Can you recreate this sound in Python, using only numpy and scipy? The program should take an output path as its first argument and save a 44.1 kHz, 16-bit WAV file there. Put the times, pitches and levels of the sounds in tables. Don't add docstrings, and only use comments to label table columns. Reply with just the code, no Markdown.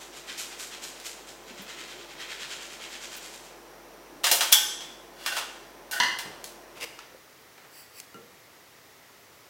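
import sys
import numpy as np
from scipy import signal
from scipy.fft import rfft, irfft, next_fast_len
from scipy.io import wavfile
from scipy.ndimage import uniform_filter1d, minimum_filter1d

SR = 44100
rng = np.random.default_rng(int(sys.argv[2]) if len(sys.argv) > 2 else 0)


def pcm_store(signal):
    levels = np.round(np.clip(np.atleast_2d(signal), -1, 1) * 32767)
    wavfile.write(sys.argv[1], SR, levels.astype(np.int16).T)


N = 418509
AGE = np.arange(round(.65 * SR)) / SR
LEAD_S = .22

# (frequency [Hz], density [dB])
WIRE_SPECTRUM = [(120, -44.5), (200, -38), (345, -18), (462, -28), (525, -16), (842, -12.5), (1230, -8),
                 (1540, -8), (2470, -7.5), (3360, -3.5), (3680, -7), (6130, -8.5), (15500, -17.5)]
# (time [s], ring [dB], clatter over ring [dB], thump [dB])
LANDINGS = [(6.001, -22.5, 2, -39), (6.035, -30.5, 2, -50), (6.255, -66, 1, -43.5)]


def lentils(rate=9000, settle_t60=0.36, mesh_db=-9):
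    # (frequency [Hz], density [dB])
    seed_spectrum = [(530, -37), (900, -12), (1350, -2.5), (1950, -1), (2450, 0.5), (3150, -1), (4300, -3),
                     (6200, -5), (7300, -4), (9700, -15), (14300, -21.5), (15500, -34)]
    # (frequency [Hz], level [dB])
    mesh_modes = [(1950, -8), (2650, -8), (3190, 0), (3850, -8)]
    patter, mesh_power = np.zeros(N), np.zeros(N)
    for s, db, rise, tilt_db in strokes():
        seeds = unit(grains(rate)) + amp(-7.5) * unit(grains(rate=280))
        toss = amp(db - 0.5) * swell(rise, settle_t60)
        add(patter, s - LEAD_S, toss * coloured(seeds, seed_spectrum, tilt_db, knee_hz=2300))
        push = toss * amp(mesh_db - 2 * tilt_db)
        add(mesh_power, s - LEAD_S, push ** 2)
    mesh = resonate(rng.standard_normal(N), mesh_modes, width_hz=200)
    return patter + np.sqrt(mesh_power) * mesh


def strokes(land_rise_s=0.019, back_delay_s=.131, back_rise_s=0.028,
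            shake_start_s=1.5, stroke_s=.103, stroke_rise_s=0.037, count=20):
    # (landing crest [s], landing [dB], slide back [dB])
    tosses = [(.02, -44.5, -47), (.17, -44, -38.5), (.396, -33.5, -44.5), (.609, -35.5, -42.5),
              (.841, -37, -49.5), (1.065, -37, -54), (1.29, -45.5, -58)]
    # (time [s], level [dB], tilt [dB/octave])
    effort = [(1.5, -47.5, -1), (1.78, -40, -1), (2.09, -49.5, -1.5), (2.22, -40, -3), (2.53, -38, -.5),
              (2.72, -44.5, 1.5), (2.84, -40.5, -1), (3.24, -41.5, 2.5), (3.46, -50.5, 3)]
    moves = []
    for s, land_db, back_db in tosses:
        land_tilt_db = 3.5 + .15 * (land_db + 39)
        moves.append((s, land_db, land_rise_s, land_tilt_db))
        moves.append((s + back_delay_s, back_db, back_rise_s, -1))
    when, level_db, tilt_db = np.transpose(effort)
    for s in shake_start_s + stroke_s * np.arange(count):
        moves.append((s, np.interp(s, when, level_db), stroke_rise_s, np.interp(s, when, tilt_db)))
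    return moves


def strainer(rim_t60=0.31, frame_t60=0.19, crack_t60=0.0096, ring_db=-4):
    # (time [s], level [dB], tilt [dB/octave], hardness [0-1], place [0 = frame, 1 = rim])
    clanks = [(4.236, -39, 0, 0.6, .2), (4.241, -22, -1.2, 0.06, .2), (4.268, -25.5, 1, .6, .1),
              (4.314, -17.5, 4.5, 0.3, 0.15), (4.317, -33, -16, 0.1, 0.22), (4.408, -22.5, -1, 0.25, 0.29),
              (4.52, -22.5, 18, 0.9, 0.26), (4.525, -10.5, 4.5, 0.83, 0.87), (4.806, -43.5, -2.5, 0.03, 1),
              (5.262, -29.5, -1, 0.8, .55), (5.367, -31, -4.5, .2, 0.13), (5.912, -34, 4.5, 0.1, .2),
              (6.187, -35.5, 1, 0.43, .1)]
    # (frequency [Hz], level [dB])
    rim_modes = [(831, -14.8), (1528, -13.5), (1812, -14.6), (2182, -14.0), (3028, -10.2), (3080, -8.5),
                 (3230, -7.8), (3314, 0.0), (3410, -3.5), (3463, -2.0), (4599, -12.0), (5357, -8.6),
                 (5420, -11.2), (5484, -6.6), (5709, -10.5), (5934, -5.7), (6098, -4.1), (6322, -11.6),
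                 (7106, -11.8), (7670, -12.1), (7736, -8.3), (7828, -8.7), (9417, -10.9), (9540, -12.5)]
    # (frequency [Hz], level [dB])
    frame_modes = [(709, -3.9), (861, -1.3), (918, -2.2), (1554, -0.8), (1847, -2.3), (2339, -2.1),
                   (2794, -0.7), (2839, 0.0), (3931, -1.9), (4122, -0.2), (4982, -0.6), (5522, -0.9),
                   (7050, -1.6), (8408, -1.9)]
    out = np.zeros(N)
    for s, db, tilt_db, hardness, place in clanks:
        crack_db = np.interp(hardness, (0, 1), (-13, 9.5))
        clash_t60 = np.exp(np.interp(hardness, (0, 1), np.log((0.45, 0.095))))
        envelope = decay(clash_t60) + amp(crack_db) * decay(crack_t60)
        clash = coloured(rng.standard_normal(len(AGE)), WIRE_SPECTRUM, tilt_db) * envelope
        rim = ring(rim_modes, rim_t60, blur_hz=24, damping=0.27)
        frame = ring(frame_modes, frame_t60, blur_hz=11.3)
        ringing = amp(ring_db) * (place * rim + (1 - place) * frame)
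        add(out, s, amp(db + 1.5) * (clash + ringing))
    return thin(out, corner_hz=344)


def rubbing(rate=12000, rub_t60=0.17, purity=0.6):
    # (crest [s], level [dB], rise [s], rasp [dB])
    rubs = [(5.255, -46.5, 0.07, 2.5), (5.285, -29, 0.021, -0.5), (5.328, -29, 0.011, -4),
            (5.385, -40, 0.034, 11), (5.936, -28, 0.01, -6), (5.975, -28, 0.028, -12)]
    # (frequency [Hz], level [dB])
    bowl_modes = [(716, -11.0), (821, -10.7), (1499, 0.0), (1589, -4.9), (1800, -7.7), (2769, -3.6),
                  (2900, -8.3), (3411, -7.3), (4248, -9.6), (4649, -7.6)]
    out = np.zeros(N)
    for s, db, rise, rasp_db in rubs:
        modes = [(hz, level + purity * rasp_db * min(abs(hz - 1520) / 700, 2))
                 for hz, level in bowl_modes]
        sing = resonate(grains(rate), modes, width_hz=24)
        rasp = amp(rasp_db) * coloured(grains(rate), WIRE_SPECTRUM, tilt_db=-1.0)
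        add(out, s - LEAD_S, amp(db - 2.5) * swell(rise, rub_t60) * (sing + rasp))
    return thin(out, corner_hz=298)


def colander(foot_t60=0.33, clatter_t60=0.4, crack_t60=0.011):
    # (frequency [Hz], level [dB])
    foot_modes = [(988, -3.1), (1557, -15.0), (1694, -16.7), (1820, -7.5), (1961, -13.3), (2047, 0.0),
                  (2739, -15.3), (2852, -13.1), (3018, -8.9), (3172, -11.0), (4121, -12.5), (4267, -13.8),
                  (4372, -14.0), (4745, -18.8), (4957, -18.0), (5828, -19.1), (5957, -18.4), (6014, -20.0)]
    # (frequency [Hz], density [dB])
    clatter_spectrum = [(240, -56), (400, -35), (438, -26), (772, -19.5), (987, 0), (1240, -16),
                        (2030, 1.5), (2250, -29), (2920, -4.5), (3850, -19), (4290, -8), (5480, -23),
                        (5910, -13), (6780, -25.5), (15500, -38)]
    out = np.zeros(N)
    for s, db, clatter_db, _ in LANDINGS:
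        clatter = coloured(rng.standard_normal(len(AGE)), clatter_spectrum) * decay(clatter_t60)
        crack = amp(5.5) * band(4400, 0.56) * decay(crack_t60)
        foot = ring(foot_modes, foot_t60, blur_hz=4.8, damping=-0.062)
        add(out, s, amp(db) * (foot + amp(clatter_db) * (clatter + crack)))
    return thin(out, corner_hz=260)


def utensil(rate=16000):
    # (crest [s], level [dB], rise [s], tilt [dB/octave])
    slides = [(6.782, -44.5, 0.022, -8), (6.815, -39, 0.014, -1.5), (6.832, -32, 0.013, -1.5),
              (6.844, -29, 0.0054, -1), (7.801, -49, 0.072, 12.5), (7.99, -47, 0.044, 11)]
    # (frequency [Hz], level [dB])
    resonances = [(520, -6), (1050, -2.5), (2100, 2.5), (2520, 9), (2800, -1), (4700, 3.5), (5250, -9),
                  (7650, -7), (10700, -12), (14500, -16)]
    out = np.zeros(N)
    for s, db, rise, tilt_db in slides:
        modes = [(hz, level + tilt_db * np.log2(hz)) for hz, level in resonances]
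        rasp = resonate(grains(rate), modes, width_hz=400)
        add(out, s - LEAD_S, amp(db) * swell(rise, t60=4 * rise) * rasp)
    return out


def knocks(click_t60=0.012, echo_t60=0.43, bump_s=8.144):
    # (time [s], level [dB], pitch [Hz], t60 [s])
    thuds = [(1.506, -46, 237, 0.14), (1.545, -40, 330, .1), (1.595, -37, 206, 0.16), (1.941, -48, 354, .4),
             (4.124, -45, 305, .28), (6.81, -45, 483, .1), (6.833, -38.5, 515, 0.09),
             (7.147, -43, 480, 0.044)]
    # (time [s], level [dB], centre [Hz], room echo over click [dB])
    clicks = [(1.0, -39, 3360, -9), (6.442, -30, 4600, -12), (6.81, -36.5, 3000, -12),
              (6.99, -36.5, 1590, -10.5), (7.579, -49, 1200, -3.5), (7.649, -45.5, 700, -10),
              (8.001, -29, 4600, -34)]
    # (time [s], level [dB])
    spits = [(1.62, -45), (3.165, -41)]
    out = np.zeros(N)
    for s, db, hz, t60 in thuds:
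        add(out, s, amp(db) * band(hz, octaves=0.18) * decay(t60))
    for s, db, hz, echo_db in clicks:
        envelope = decay(click_t60) + amp(echo_db) * decay(echo_t60)
        add(out, s, amp(db) * band(hz, octaves=1.22) * envelope)
    for s, db in spits:
        add(out, s, amp(db) * band(13000, octaves=.38) * decay(0.11))
    for s, _, _, thump_db in LANDINGS:
        add(out, s, amp(thump_db) * band(290, octaves=2.1) * decay(0.69))
    add(out, bump_s, pot())
    return thin(out, corner_hz=100)


def pot():
    # (frequency [Hz], level [dB])
    modes = [(470, -4.5), (1365, -2.5), (2860, -6.5)]
    tick = amp(-45) * band(2100, octaves=1.5) * decay(.015)
    boom = amp(-48.5) * band(230, octaves=0.89) * decay(0.46)
    return tick + boom + amp(-44.5) * ring(modes, t60=0.12, blur_hz=8.5, damping=0.97)


def tiles(x, delay_s=.006):
    # (frequency [Hz], t60 [s])
    t60s = [(150, 0.41), (1000, 0.77), (3500, 0.77), (8000, 0.7), (15000, 0.32)]
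    hz, t, spectra = signal.stft(rng.standard_normal(SR), SR, nperseg=256)
    dying = np.exp(-np.log(1000) * t / along(t60s, hz)[:, None])
    tail = signal.istft(spectra * dying, SR, nperseg=256)[1]
    tail = np.pad(tail / np.linalg.norm(tail), (round(delay_s * SR), 0))
    return signal.fftconvolve(x, tail)[:N]


def room_tone(kitchen_db=-49.5, stove_db=-53.5, fade_start_s=6.43, fade_s=0.9):
    # (frequency [Hz], density [dB])
    kitchen_air = [(15, -42), (25, -20), (53, -21), (113, -21), (140, -5), (169, -7.5), (421, 1),
                   (919, -2.5), (1020, -6), (1340, -7), (1800, -9), (3530, -16.5), (5730, -17.5),
                   (7500, -22.5), (15500, -22.5)]
    # (frequency [Hz], density [dB])
    stove_air = [(15, -24), (64, -12.5), (116, -3.5), (200, -8.5), (400, -2.5), (826, -6), (1300, -5.5),
                 (1530, -8.5), (1950, -5), (2560, -10.5), (4000, -12.5), (5700, -12.5), (9050, -19),
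                 (15500, -16.5)]
    # (frequency [Hz], relative level [dB])
    tones = [(48.5, -72), (344.5, -66.5), (1028, -69.5)]
    t = np.arange(N) / SR
    fade = np.pi / 2 * np.clip((t - fade_start_s) / fade_s, 0, 1)
    hum = sum(amp(db + 54) * np.sqrt(2) * np.sin(2 * np.pi * (hz * t + rng.random()))
              for hz, db in tones)
    whine = amp(-18.5) * resonate(rng.standard_normal(N), [(5790, 0)], width_hz=300)
    kitchen = coloured(rng.standard_normal(N), kitchen_air) + hum + whine
    stove = coloured(rng.standard_normal(N), stove_air)
    return amp(kitchen_db) * np.cos(fade) * kitchen + amp(stove_db) * np.sin(fade) * stove


def ring(modes, t60, blur_hz, damping=0.13, scatter_db=1.0):
    hz, db = np.transpose(modes)
    gains = amp(db + scatter_db * rng.standard_normal(len(db)))
    knots = AGE[::SR // 1000]
    out = np.zeros(len(AGE))
    for f, gain in zip(hz, gains / np.linalg.norm(gains)):
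        wander = np.cumsum(rng.standard_normal(len(knots))) * np.sqrt(2 * np.pi * blur_hz * knots[1])
        phase = 2 * np.pi * (f * AGE + rng.random()) + np.interp(AGE, knots, wander)
        out += gain * np.sin(phase) * decay(t60 * (3000 / f) ** damping)
    return np.sqrt(2) * out


def resonate(x, modes, width_hz):
    def response(f):
        return sum(amp(db) * 1j * f * width_hz / (hz ** 2 - f ** 2 + 1j * f * width_hz)
                   for hz, db in modes)
    return unit(filtered(x, response))


def grains(rate):
    return np.sqrt(rng.poisson(rate / SR, len(AGE))) * rng.standard_normal(len(AGE))


def band(centre_hz, octaves):
    noise = rng.standard_normal(len(AGE))
    return unit(filtered(noise, lambda hz: np.exp(-.5 * (np.log2((hz + 1) / centre_hz) / octaves) ** 2)))


def coloured(x, spectrum, tilt_db=0, knee_hz=500):
    def response(hz):
        return amp(along(spectrum, hz) + tilt_db * np.log2(np.maximum(hz / knee_hz, 1)))
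    return unit(filtered(x, response))


def thin(x, corner_hz):
    return signal.sosfilt(signal.butter(3, corner_hz, "highpass", fs=SR, output="sos"), x)


def decay(t60):
    return np.exp(-np.log(1000) * AGE / t60)


def swell(rise, t60):
    t = AGE - LEAD_S
    return np.exp(np.where(t < 0, -(t / rise) ** 2, -np.log(1000) * t / t60))


def filtered(x, response):
    size = next_fast_len(len(x) + 8192)
    return irfft(rfft(x, size) * response(np.fft.rfftfreq(size, 1 / SR)), size)[:len(x)]


def along(points, hz):
    freqs, values = np.transpose(points)
    return np.interp(np.log(hz + 1), np.log(freqs + 1), values)


def add(out, s, x):
    i = round(s * SR)
    x, i = x[max(-i, 0):], max(i, 0)
    out[i:i + len(x)] += x[:len(out) - i]


def amp(db):
    return 10 ** (np.asarray(db) / 20)


def unit(x):
    return x / np.sqrt(np.mean(x ** 2) + 1e-20)


def scene():
    seeds, steel = lentils(), strainer() + rubbing()
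    foot, slides, small = colander(), utensil(), knocks()
    echo = tiles(amp(-6.5) * seeds + amp(-8) * steel + amp(-9) * (foot + slides) + amp(-14) * small)
    return (seeds + steel + foot + slides + small + echo + room_tone())[None]


def record(dry, ceiling=.98, top_hz=15950):
    needed = 1 / np.maximum(np.abs(dry[0]) / ceiling, 1)
    gain = uniform_filter1d(minimum_filter1d(needed, size=45), size=45)
    return filtered(dry[0] * gain, lambda hz: 1 / np.sqrt(1 + (hz / top_hz) ** 200))[None]


dry = scene()
out = record(dry)
pcm_store(out)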